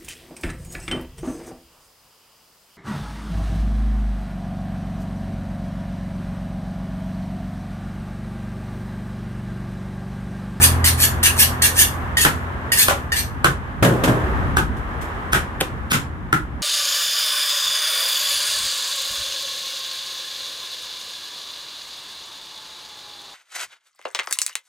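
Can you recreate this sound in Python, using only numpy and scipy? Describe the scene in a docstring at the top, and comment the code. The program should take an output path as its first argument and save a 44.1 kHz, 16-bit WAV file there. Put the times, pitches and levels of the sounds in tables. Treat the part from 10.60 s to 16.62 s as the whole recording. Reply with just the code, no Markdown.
"""An open-air meat stall under a low roof, with a fading engine hum and the noise of the road behind it.
From the start a butcher whets a blade on a honing steel: friction bands, wavering modes and clinks.
Soon a second one chops meat and bone on a stump: filtered noise bursts and short decaying modes.
Then the steel drops on a sheet-metal counter: booming modes, a dense noise tail and a rattle.
Near the end, amid the last chops, meat is slapped on another block: a blow plus one sharp resonance."""
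import sys
import numpy as np
from scipy import signal
from scipy.fft import rfft, irfft, next_fast_len
from scipy.io import wavfile
from scipy.ndimage import uniform_filter1d, map_coordinates

SR = 44100
rng = np.random.default_rng(int(sys.argv[2]) if len(sys.argv) > 2 else 0)


def generate_wav(signal):
    """Clip the signal to [-1, 1] and save it as 16-bit WAV at the path in sys.argv[1]."""
    frames = np.transpose(np.atleast_2d(signal))
    scaled = np.clip(frames, -1, 1) * 32767
    pcm = np.round(scaled).astype(np.int16)
    wavfile.write(sys.argv[1], SR, pcm)


N = 265482
TIME = np.arange(N) / SR  # the whole scene, seconds
SHORT = np.arange(SR // 2) / SR  # one event, seconds


def amp(db):
    """Level law: decibels to amplitude gain."""
    return 10 ** (np.asarray(db) / 20)


def unit(x):
    """Normalization: scale to rms 1."""
    return x / np.sqrt(np.mean(x ** 2) + 1e-20)


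def fade(t, t60):
    """Exponential decay: the amplitude falls to a thousandth after t60."""
    return np.exp(-np.log(1000) * t / np.maximum(t60, 1e-4))


def along(points, hz):
    """Logarithmic frequency scale: (Hz, value) points interpolated at hz."""
    f, v = np.transpose(points)
    return np.interp(np.log(hz + 1), np.log(f + 1), v)


def over_time(points):
    """Linear envelope: (seconds, value) points interpolated at every sample."""
    s, v = np.transpose(points)
    return np.interp(TIME, s, v)


def wobble(rate, t):
    """Band-limited fluctuation: a smooth random curve with rate knots a second."""
    return map_coordinates(rng.standard_normal(1024), [t * rate], order=2, mode="wrap")


def filtered(x, response):
    """Linear filtering: the spectrum of x is multiplied by a response of frequency."""
    n = x.shape[-1]
    m = next_fast_len(n + 8192)
    return irfft(rfft(x, m) * response(np.fft.rfftfreq(m, 1 / SR)), m)[..., :n]


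def add(track, s, sound):
    """Superposition: mix a stereo sound into the track at s seconds."""
    start = max(round(s * SR), 0)
    track[:, start:start + sound.shape[-1]] += sound[:, :N - start]


# Left-right correlation of diffuse sound. Each row: frequency in Hz, correlation from -1 to 1.
LIKENESS = [(30, 0.55), (70, 0.54), (140, 0.95), (290, 0.82), (640, 0.57), (1400, -0.26), (3000, 0.0058),
            (7000, 0.079)]


def diffuse(spectrum, size):
    """Diffuse field: stereo noise of rms 1, largely alike in the bass, nearly unrelated in the treble."""
    def mid_side(hz):
        turn = np.arccos(np.clip(along(LIKENESS, hz), -1, 1)) / 2
        return amp(along(spectrum, hz)) * [np.cos(turn), np.sin(turn)]

    mid, side = filtered(rng.standard_normal((2, size)), mid_side)
    return unit(np.array([mid + side, mid - side]))


def dying(spectrum, t60s):
    """Frequency-dependent damping: diffuse noise in which each frequency dies at its own speed."""
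    hz, t, z = signal.stft(diffuse(spectrum, len(SHORT)), SR, nperseg=256)
    decayed = z * fade(t, along(t60s, hz)[:, None])
    return signal.istft(decayed, SR, nperseg=256)[1][:, :len(SHORT)]


# Decay of the stall's echo. Each row: frequency in Hz, t60 in seconds.
ROOF_T60 = [(120, 0.34), (500, 0.29), (1500, 0.23), (4000, 0.23), (9000, 0.22), (15000, 0.18)]


def roof_tail(spectrum, swell_s):
    """Reverberation: counters and roof answer with a dense tail that swells and dies; energy 1 a channel."""
    tail = dying(spectrum, ROOF_T60) * (1 - np.exp(-np.square(SHORT / swell_s)))
    return unit(tail) / np.sqrt(len(SHORT))


def direct(x, lag_ms):
    """Arrival-time difference: a positive lag reaches the right channel first, a negative one the left."""
    sides = np.array([[-1], [1]])
    return filtered(x, lambda hz: np.exp(1j * np.pi * hz * lag_ms / 1000 * sides))


def in_stall(x, room_db, lag_ms, swell_s):
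    """Direct and reverberant sound: the echo is the source convolved with the stall's tail."""
    x = np.pad(x, (0, len(SHORT) - len(x)))
    flat = [(1, 0)]
    echo = signal.fftconvolve(x[None], roof_tail(flat, swell_s), axes=1)[:, :len(x)]
    return direct(x, lag_ms) + amp(room_db) * echo


def sing(hz, width, t):
    """Friction-driven resonance: a randomly modulated sine with a pitch for each sample."""
    return wobble(2 * width, t) * np.sin(2 * np.pi * np.cumsum(hz) / SR)


# Spectrum of the low rumble. Each row: frequency in Hz, relative spectral density in dB.
RUMBLE_SPECTRUM = [(13, -44), (22, -30.5), (48, -4.5), (65, -1), (76, -4.5), (103, -10.5), (146, -13.5),
                   (249, -16), (300, -20), (390, -28.5), (660, -120)]
# Spectrum of the distant rush of tyres. Each row: frequency in Hz, relative spectral density in dB.
RUSH_SPECTRUM = [(130, -35.5), (220, 0), (249, -13), (351, -4), (580, -7.5), (645, -7), (772, -5),
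                 (1170, -2), (1450, -6), (1670, -5), (2430, -18.5), (3240, -23), (4560, -35.5),
                 (13400, -43), (16000, -56.5)]
# Course of the rumble. Each row: time in seconds, level in dB before rumble_db is added.
RUMBLE_COURSE = [(0.0, -38), (0.28, -37), (2.11, -40), (3.45, -36.5), (3.82, -30), (4.56, -38.5),
                 (6.02, -39)]
# Course of the rush. Each row: time in seconds, level in dB before rush_db is added.
RUSH_COURSE = [(0.0, -29), (0.35, -34), (0.75, -32.5), (2.3, -37), (2.62, -39.5), (3.2, -39), (3.45, -31),
               (3.86, -31), (4.06, -38), (4.51, -34), (5.62, -43.5), (6.02, -44)]


def road(rush_db=4.5, rumble_db=8.0):
    """Broadband noise: a lumpy low rumble and a distant rush, each following its own level course."""
    rumble_level = over_time(RUMBLE_COURSE) + rumble_db + 1.5 * wobble(12, TIME)
    rush_level = over_time(RUSH_COURSE) + rush_db + 0.3 * wobble(13, TIME)
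    rumble = amp(rumble_level) * diffuse(RUMBLE_SPECTRUM, N)
    rush = amp(rush_level) * diffuse(RUSH_SPECTRUM, N)
    return rumble + rush


FIRING_HZ, FIRING_WANDER_HZ = 83.6, .3
# a 0 dB order starts near rms HUM_DB; at full share it loses HUM_FADE_DB by HUM_FADE_S, then fades more slowly
HUM_DB, HUM_FADE_DB, HUM_FADE_S = -19.5, 8.5, 0.65
# Exhaust orders. Each row: multiple of the firing rate, relative level in dB, share of the fade it follows.
EXHAUST_ORDERS = [(1, 1, 0.91), (1.5, -4, 0.97), (2, -18.5, 1), (3, -13, 0.75), (4, -20.5, 1)]


def engine():
    """Harmonic synthesis: the low orders of an idling exhaust, each fading by its own share."""
    phase = 2 * np.pi * np.cumsum(FIRING_HZ + FIRING_WANDER_HZ * wobble(2, TIME)) / SR
    fade_db = -HUM_FADE_DB * np.log2(1 + TIME / HUM_FADE_S)
    hum = 0
    for multiple, db, share in EXHAUST_ORDERS:
        level = amp(db + share * fade_db + wobble(4.2, TIME))
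        hum = hum + level * np.sin(multiple * phase + 2 * np.pi * rng.random())
    return np.sqrt(2) * amp(HUM_DB) * hum


# Modes of the stump and cleaver together. Each row: mean frequency in Hz, relative level in dB, t60 in seconds.
STUMP_MODES = [(136.2, 2.5, 0.098), (187.5, -0.5, 0.069), (295, 0.5, 0.058), (390, 6.5, 0.023),
               (557, -1.5, 0.036), (795, 6, 0.028), (1050, -2, 0.033), (1312, 3.5, 0.024),
               (1485, 2.5, 0.03), (1710, -2, 0.026), (1920, -5, 0.003)]


def stump(force, split_hz, late_s, thwack_db=2, thwack_t60=.022):
    """Modal excitation: the force weights each mode; those below split_hz start late_s later."""
    ring = 0
    for hz, db, t60 in STUMP_MODES:
        t = np.maximum(SHORT - late_s * (hz < split_hz), 0)
        pitch = hz * rng.normal(1, .03)
        level = rng.choice([-1, 1]) * amp(db - 3.5 + along(force, hz))
        ring = ring + level * np.sin(2 * np.pi * pitch * t) * fade(t, t60)
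    # meat and end grain add a broad, dull thwack
    dull = [(70, -24.0), (150, 6.0), (1800, 0.5), (2600, -30.0), (6000, -62)]
    noise = rng.standard_normal(len(SHORT))
    thwack = filtered(noise, lambda hz: amp(along(force, hz) + along(dull, hz) + 11.5))
    return ring + amp(thwack_db) * thwack * fade(SHORT, thwack_t60) * (1 - np.exp(-SHORT / 0.00061))


# Spectrum of splitting bone, also used for rattling steel.
# Each row: frequency in Hz, relative spectral density in dB.
CRACK_SPECTRUM = [(500, -26), (1500, 0.5), (2300, 0.5), (3300, -1), (4500, -9.5), (8000, -8),
                  (13000, -10.5), (16000, -19)]


def crunch(spiky_db):
    """Amplitude-modulated noise: a spiky, fluctuating noise with the spectrum of splitting bone."""
    spiky = rng.standard_normal(len(SHORT)) * amp(spiky_db * wobble(1500, SHORT))
    return unit(filtered(spiky, lambda hz: amp(along(CRACK_SPECTRUM, hz))))


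def blow(s, force, crack_db, lead_s, late_s, room_db, swell_s, lag_ms,
         crack_t60=0.016, spiky_db=2, lead_db=-7, snap_db=3.5, spray_db=0.0):
    """Impact with a lead-in: a soft noise swells for lead_s, then at s the bone cracks and the wood rings."""
    track, t = np.zeros((2, N)), SHORT
    lead_in = amp(crack_db + lead_db) * crunch(spiky_db) * (t / lead_s) ** 2 * (t < lead_s)
    add(track, s - lead_s, in_stall(lead_in, room_db, lag_ms, swell_s))
    crack = amp(crack_db + snap_db) * crunch(spiky_db) * fade(t, crack_t60) * (1 - np.exp(-t / 0.00032))
    # the crack's energy comes back as an even, bright tail
    spray = amp(room_db + spray_db) * np.linalg.norm(crack) * roof_tail(CRACK_SPECTRUM, swell_s)
    add(track, s, direct(crack, lag_ms) + spray)
    add(track, s, in_stall(stump(force, split_hz=920, late_s=late_s), room_db, lag_ms, swell_s))
    return track


# The counter's crowded modes. 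Each row: frequency in Hz, relative spectral density in dB.
PANEL_SPECTRUM = [(35, -68), (60, -23), (125, -2), (215, -2), (303, -10), (357, -7), (394, -9), (547, -11),
                  (823, -15), (1070, -15), (1660, -9), (2550, -38), (3000, -29.5), (3900, -58.5),
                  (6600, -120)]
# Damping of the crowded modes. Each row: frequency in Hz, t60 in seconds.
PANEL_DECAY = [(70, 0.87), (150, 0.39), (500, 0.98), (1500, 0.31), (4000, 0.35)]
# The counter's strongest modes. Each row: frequency in Hz, mean relative level in dB, t60 in seconds.
SHEET_MODES = [(121.7, -1, 0.62), (172.3, -2.5, 0.16), (212, -5, 0.13), (257.7, 1.5, 0.26),
               (306, -5.5, 0.57), (385, -16, 0.88), (548, -5.5, 0.32), (622, -7.5, 0.31), (1095, -17, 0.41)]
# Knocks on the counter. Each row: start in seconds, relative boom level in dB, relative rattle level in dB.
KNOCKS = [(3.2248, -8, -18.5), (3.246, -16, -21.5), (3.29, -20.5, -41), (3.436, -14.5, -19),
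          (3.475, -13, -29.5), (4.166, -50, -46), (4.411, -46, -36)]
KNOCK_RISE_S, RATTLE_T60 = 0.0014, 0.22
BUZZ_DB, BUZZ_T60 = -19.5, 1  # the steel buzzes on faintly after each rattle


def counter(sheet_db=-4, wash_db=-2.0):
    """Plate vibration: the steel lands and settles; strong and crowded modes boom while steel rattles."""
    track = np.zeros((2, N))
    settling = fade(SHORT, RATTLE_T60) + amp(BUZZ_DB) * fade(SHORT, BUZZ_T60)
    for s, boom_db, rattle_db in KNOCKS:
        modes = 0
        for hz, db, t60 in SHEET_MODES:
            level = amp(db + rng.normal(0, 2.5))
            modes = modes + level * np.sin(2 * np.pi * hz * SHORT) * fade(SHORT, t60)
        wash = dying(PANEL_SPECTRUM, PANEL_DECAY)
        boom = amp(boom_db) * (amp(wash_db) * wash + amp(sheet_db) * modes)
        flutter = amp(1.1 * wobble(250, SHORT))
        rattle = amp(rattle_db) * diffuse(CRACK_SPECTRUM, len(SHORT)) * settling * flutter
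        add(track, s, (boom + rattle) * (1 - np.exp(-SHORT / KNOCK_RISE_S)))
    return track


SLAP_S, SLAP_CRACK_DB = 5.01, -11
SMACK_HZ, SMACK_WIDTH_HZ, SMACK_DB, SMACK_T60 = 2790, 890, -15.5, 0.035  # the sharp note of the slap
# Force spectrum of the slap. Each row: frequency in Hz, relative level in dB.
SLAP_SPECTRUM = [(260, -20.5), (480, -12), (950, -23.5), (1300, -19)]


def slap():
    """Damped impact: a cut of meat lands on the other block with a short, dry smack."""
    place = dict(room_db=-7.5, swell_s=.003, lag_ms=-.086)
    track = blow(SLAP_S, SLAP_SPECTRUM, SLAP_CRACK_DB, lead_s=.011, late_s=0.0061, **place)
    note = unit(sing(np.full(len(SHORT), SMACK_HZ), SMACK_WIDTH_HZ, SHORT))
    smack = amp(SMACK_DB) * note * fade(SHORT, SMACK_T60)
    add(track, SLAP_S, in_stall(smack, **place))
    return track


# a longer lead-in goes with more echo, a later swell of the echo and later low modes
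CHOP_ROOM_DB, ROOM_DB_PER_LEAD_S = -1.3, 230
CHOP_SWELL_S, SWELL_PER_LEAD, LATE_PER_LEAD = 0.005, 0.48, 0.126
CHOP_LAG_MS = .21  # the near stump is off to one side
# Force spectrum of a chop. Each row: multiple of the knock centre, level in dB relative to the knock.
KNOCK_FORCE = [(0.381, -17), (.62, -12.5), (.93, 0.5), (1.45, -0.5), (2.6, 0)]
# Cleaver blows on the near stump. Each row: time of the crack in seconds, relative knock level in dB,
# knock centre in Hz, relative thud level in dB, relative bone crack level in dB, lead-in time in seconds.
CLEAVER_BLOWS = [(1.6503, -6, 1310, -14.5, -8, 0.0046), (2.2832, -9.5, 720, -27, -9.5, .011),
                 (2.8450, -7, 1200, -14, -6.5, .004), (3.9697, -8, 1470, -19, -12.5, 0.0066),
                 (4.7319, -10, 1380, -22, -11.5, .016), (5.3176, -15.5, 1310, -20, -11.5, .022),
                 (5.7281, -7, 1470, -15.5, -15.5, 0.0043)]


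def chopping(thud_hz=260):
    """Impact spectrum: the cleaver chops through meat and bone; each blow has its own knock, thud and crack."""
    track = np.zeros((2, N))
    for s, knock_db, knock_hz, thud_db, crack_db, lead_s in CLEAVER_BLOWS:
        force = [(thud_hz, thud_db)] + [(k * knock_hz, knock_db + db) for k, db in KNOCK_FORCE]
        room_db = CHOP_ROOM_DB + ROOM_DB_PER_LEAD_S * lead_s
        swell_s = CHOP_SWELL_S + SWELL_PER_LEAD * lead_s
        late_s = LATE_PER_LEAD * lead_s
        track += blow(s, force, crack_db, lead_s, late_s, room_db, swell_s, CHOP_LAG_MS)
    return track


def shimmer(x, depth_db):
    """Moving contact: the travelling contact point favours one narrow band after another."""
    z = signal.stft(x, nperseg=512)[2]
    field = rng.standard_normal(z.shape)
    for axis in (0, 1):
        field = uniform_filter1d(field, size=3, axis=axis)
    return signal.istft(z * amp(depth_db * unit(field)), nperseg=512)[1][:len(x)]


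# Modes of the whetted blade. Each row: mean frequency in Hz, nominal width in Hz, relative level in dB.
BLADE_MODES = [(1735, 108.8, 2.5), (2740, 27, -4.5), (3360, 32, -6.5), (4390, 90, -2), (4770, 23, -12),
               (4830, 130, -38), (6040, 66, -4), (6700, 43, -8), (9070, 91, -6), (8600, 320, -7),
               (9360, 130, -23), (9800, 230, -5), (10700, 110, -17.5), (11350, 100, -10), (11330, 93, -7),
               (12320, 120, -7.5)]


def clink(t60=0.11, sag=0.092, sag_s=0.037, dull_db=-6):
    """Impact on a bar: it rings mostly the lowest mode; the pitch sinks as the blade slides off."""
    t = SHORT[:len(SHORT) // 2]
    clock = t + sag * sag_s * (1 - np.exp(-t / sag_s))  # runs fast at first
    lowest = BLADE_MODES[0][0]
    ring = 0
    for hz, _, db in BLADE_MODES:
        level = amp(db + dull_db * np.log2(hz / lowest))
        ring = ring + level * np.sin(2 * np.pi * hz * rng.normal(1, 0.015) * clock)
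    return ring * fade(t, t60)


BLADE_BEND, BLADE_SCATTER = .07, .015  # share of the slide that bends the modes; how far they waver
FIRM_DB, TILT_PER_DB = -15, 0.28  # below FIRM_DB strokes are duller: dB per octave for each dB of level
# Spectrum of the scraping edge. Each row: frequency in Hz, relative spectral density in dB.
SCRAPE_SPECTRUM = [(820, -30), (1400, -8), (1660, -2), (2430, -6), (2770, -2.5), (7220, -6.5), (8950, -2.5),
                   (10800, -19), (11900, 0), (14900, -13.5), (16000, -27.5)]


def stroke(db, tilt_db, rise, length, from_hz, octaves_per_s, ring_db=-4, slide_db=-9.5,
           zing_hz=10200, zing_db=-6, grit_db=3, release=0.049, swell_db=22, linger_db=-25, linger_t60=0.59):
    """Sliding friction: noise and wavering modes rasp; two resonances slide with the blade's free length."""
    t = SHORT
    rasp = unit(filtered(rng.standard_normal(len(t)), lambda hz: amp(along(SCRAPE_SPECTRUM, hz))))
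    octaves = octaves_per_s * np.minimum(t, length)
    centred = octaves - octaves[-1] / 2
    bend = 2 ** (BLADE_BEND * centred)
    ring = 0
    for hz, width, level in BLADE_MODES:
        pitch = hz * bend * (1 + BLADE_SCATTER * wobble(20, t))
        ring = ring + amp(level) * sing(pitch, width, t)
    slide = unit(sing(from_hz * 2 ** octaves, 220, t))
    zing = unit(sing(zing_hz * 2 ** (.7 * centred), 900, t))
    mixed = rasp + amp(ring_db) * unit(ring) + amp(slide_db) * slide + amp(zing_db) * zing
    metal = unit(shimmer(mixed, depth_db=3))
    swell = amp(swell_db * np.minimum(t / rise - 1, 0))
    after = np.maximum(t - length, 0)
    gritty = fade(after, release) * amp(grit_db * wobble(500, t))
    sound = metal * swell * (gritty + amp(linger_db) * fade(after, linger_t60))
    bright_db = tilt_db + TILT_PER_DB * min(db - FIRM_DB, 0)  # per octave around 7 kHz, constant below 1 kHz
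    return amp(db) * filtered(sound, lambda hz: amp(bright_db * np.log2(np.maximum(hz, 1000) / 7000)))


SLIDE_OCTAVES_PER_S = 8  # the resonance sinks on the way down and climbs on the way up
DOWN_RISE_S, UP_RISE_SHARE = 0.0011, .56  # a downstroke bites at once; an upstroke swells over this share
DOWN_TILT_DB, UP_TILT_DB = 1.25, 2.53  # brightness of a firm stroke, dB per octave
# The blade meets the steel and slides down it. Each row: start in seconds, relative clink level in dB,
# relative rasp level in dB, length in seconds, sliding resonance at the start in Hz.
DOWN = [(0.2413, -19.5, -15, 0.042, 3083), (0.6287, -25, -15, 0.039, 3190), (1.0187, -20, -15, 0.039, 2990),
        (1.5700, -11.5, -18.5, .016, 3010), (2.1187, -14, -14.5, .013, 2450),
        (2.5198, -15.5, -26.5, .012, 1970)]
# The blade is drawn back up. Each row: start in seconds, relative rasp level in dB, length in seconds,
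# sliding resonance at the start in Hz.
UP = [(0.0, -10.5, .05, 2200), (0.37, -15, 0.081, 2113), (0.761, -12.5, .069, 1992),
      (1.144, -13.5, 0.082, 2214), (1.579, -17.5, 0.06, 2190), (2.135, -14.5, .095, 1603),
      (2.528, -22.5, 0.067, 1795)]


def whetting(stroke_db=-1, clink_db=0.0):
    """Impact and friction: strokes go down and up the honing steel; each downstroke begins with a clink."""
    track = np.zeros((2, N))
    place = dict(lag_ms=-.13, swell_s=.002)
    for s, hit_db, db, length, hz in DOWN:
        hit = amp(hit_db + clink_db) * clink()
        add(track, s, in_stall(hit, room_db=-2, **place))
        rasp = stroke(db, DOWN_TILT_DB, DOWN_RISE_S, length, hz, -SLIDE_OCTAVES_PER_S)
        add(track, s, in_stall(amp(stroke_db) * rasp, room_db=2.5, **place))
    for s, db, length, hz in UP:
        rasp = stroke(db, UP_TILT_DB, UP_RISE_SHARE * length, length, hz, SLIDE_OCTAVES_PER_S)
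        add(track, s, in_stall(amp(stroke_db) * rasp, room_db=1.5, **place))
    return track


def scene():
    """Superposition: everything heard at the stall is summed."""
    return road() + engine() + counter() + slap() + chopping() + whetting()


def record(dry, top_hz=15600):
    """Saturation and band limiting: the highest peaks are rounded off, then a steep low-pass acts at top_hz."""
    rounded = dry / (1 + np.abs(dry) ** 6) ** (1 / 6)
    return filtered(rounded, lambda hz: 1 / (1 + (hz / top_hz) ** 160))


dry = scene()
out = record(dry)
generate_wav(out)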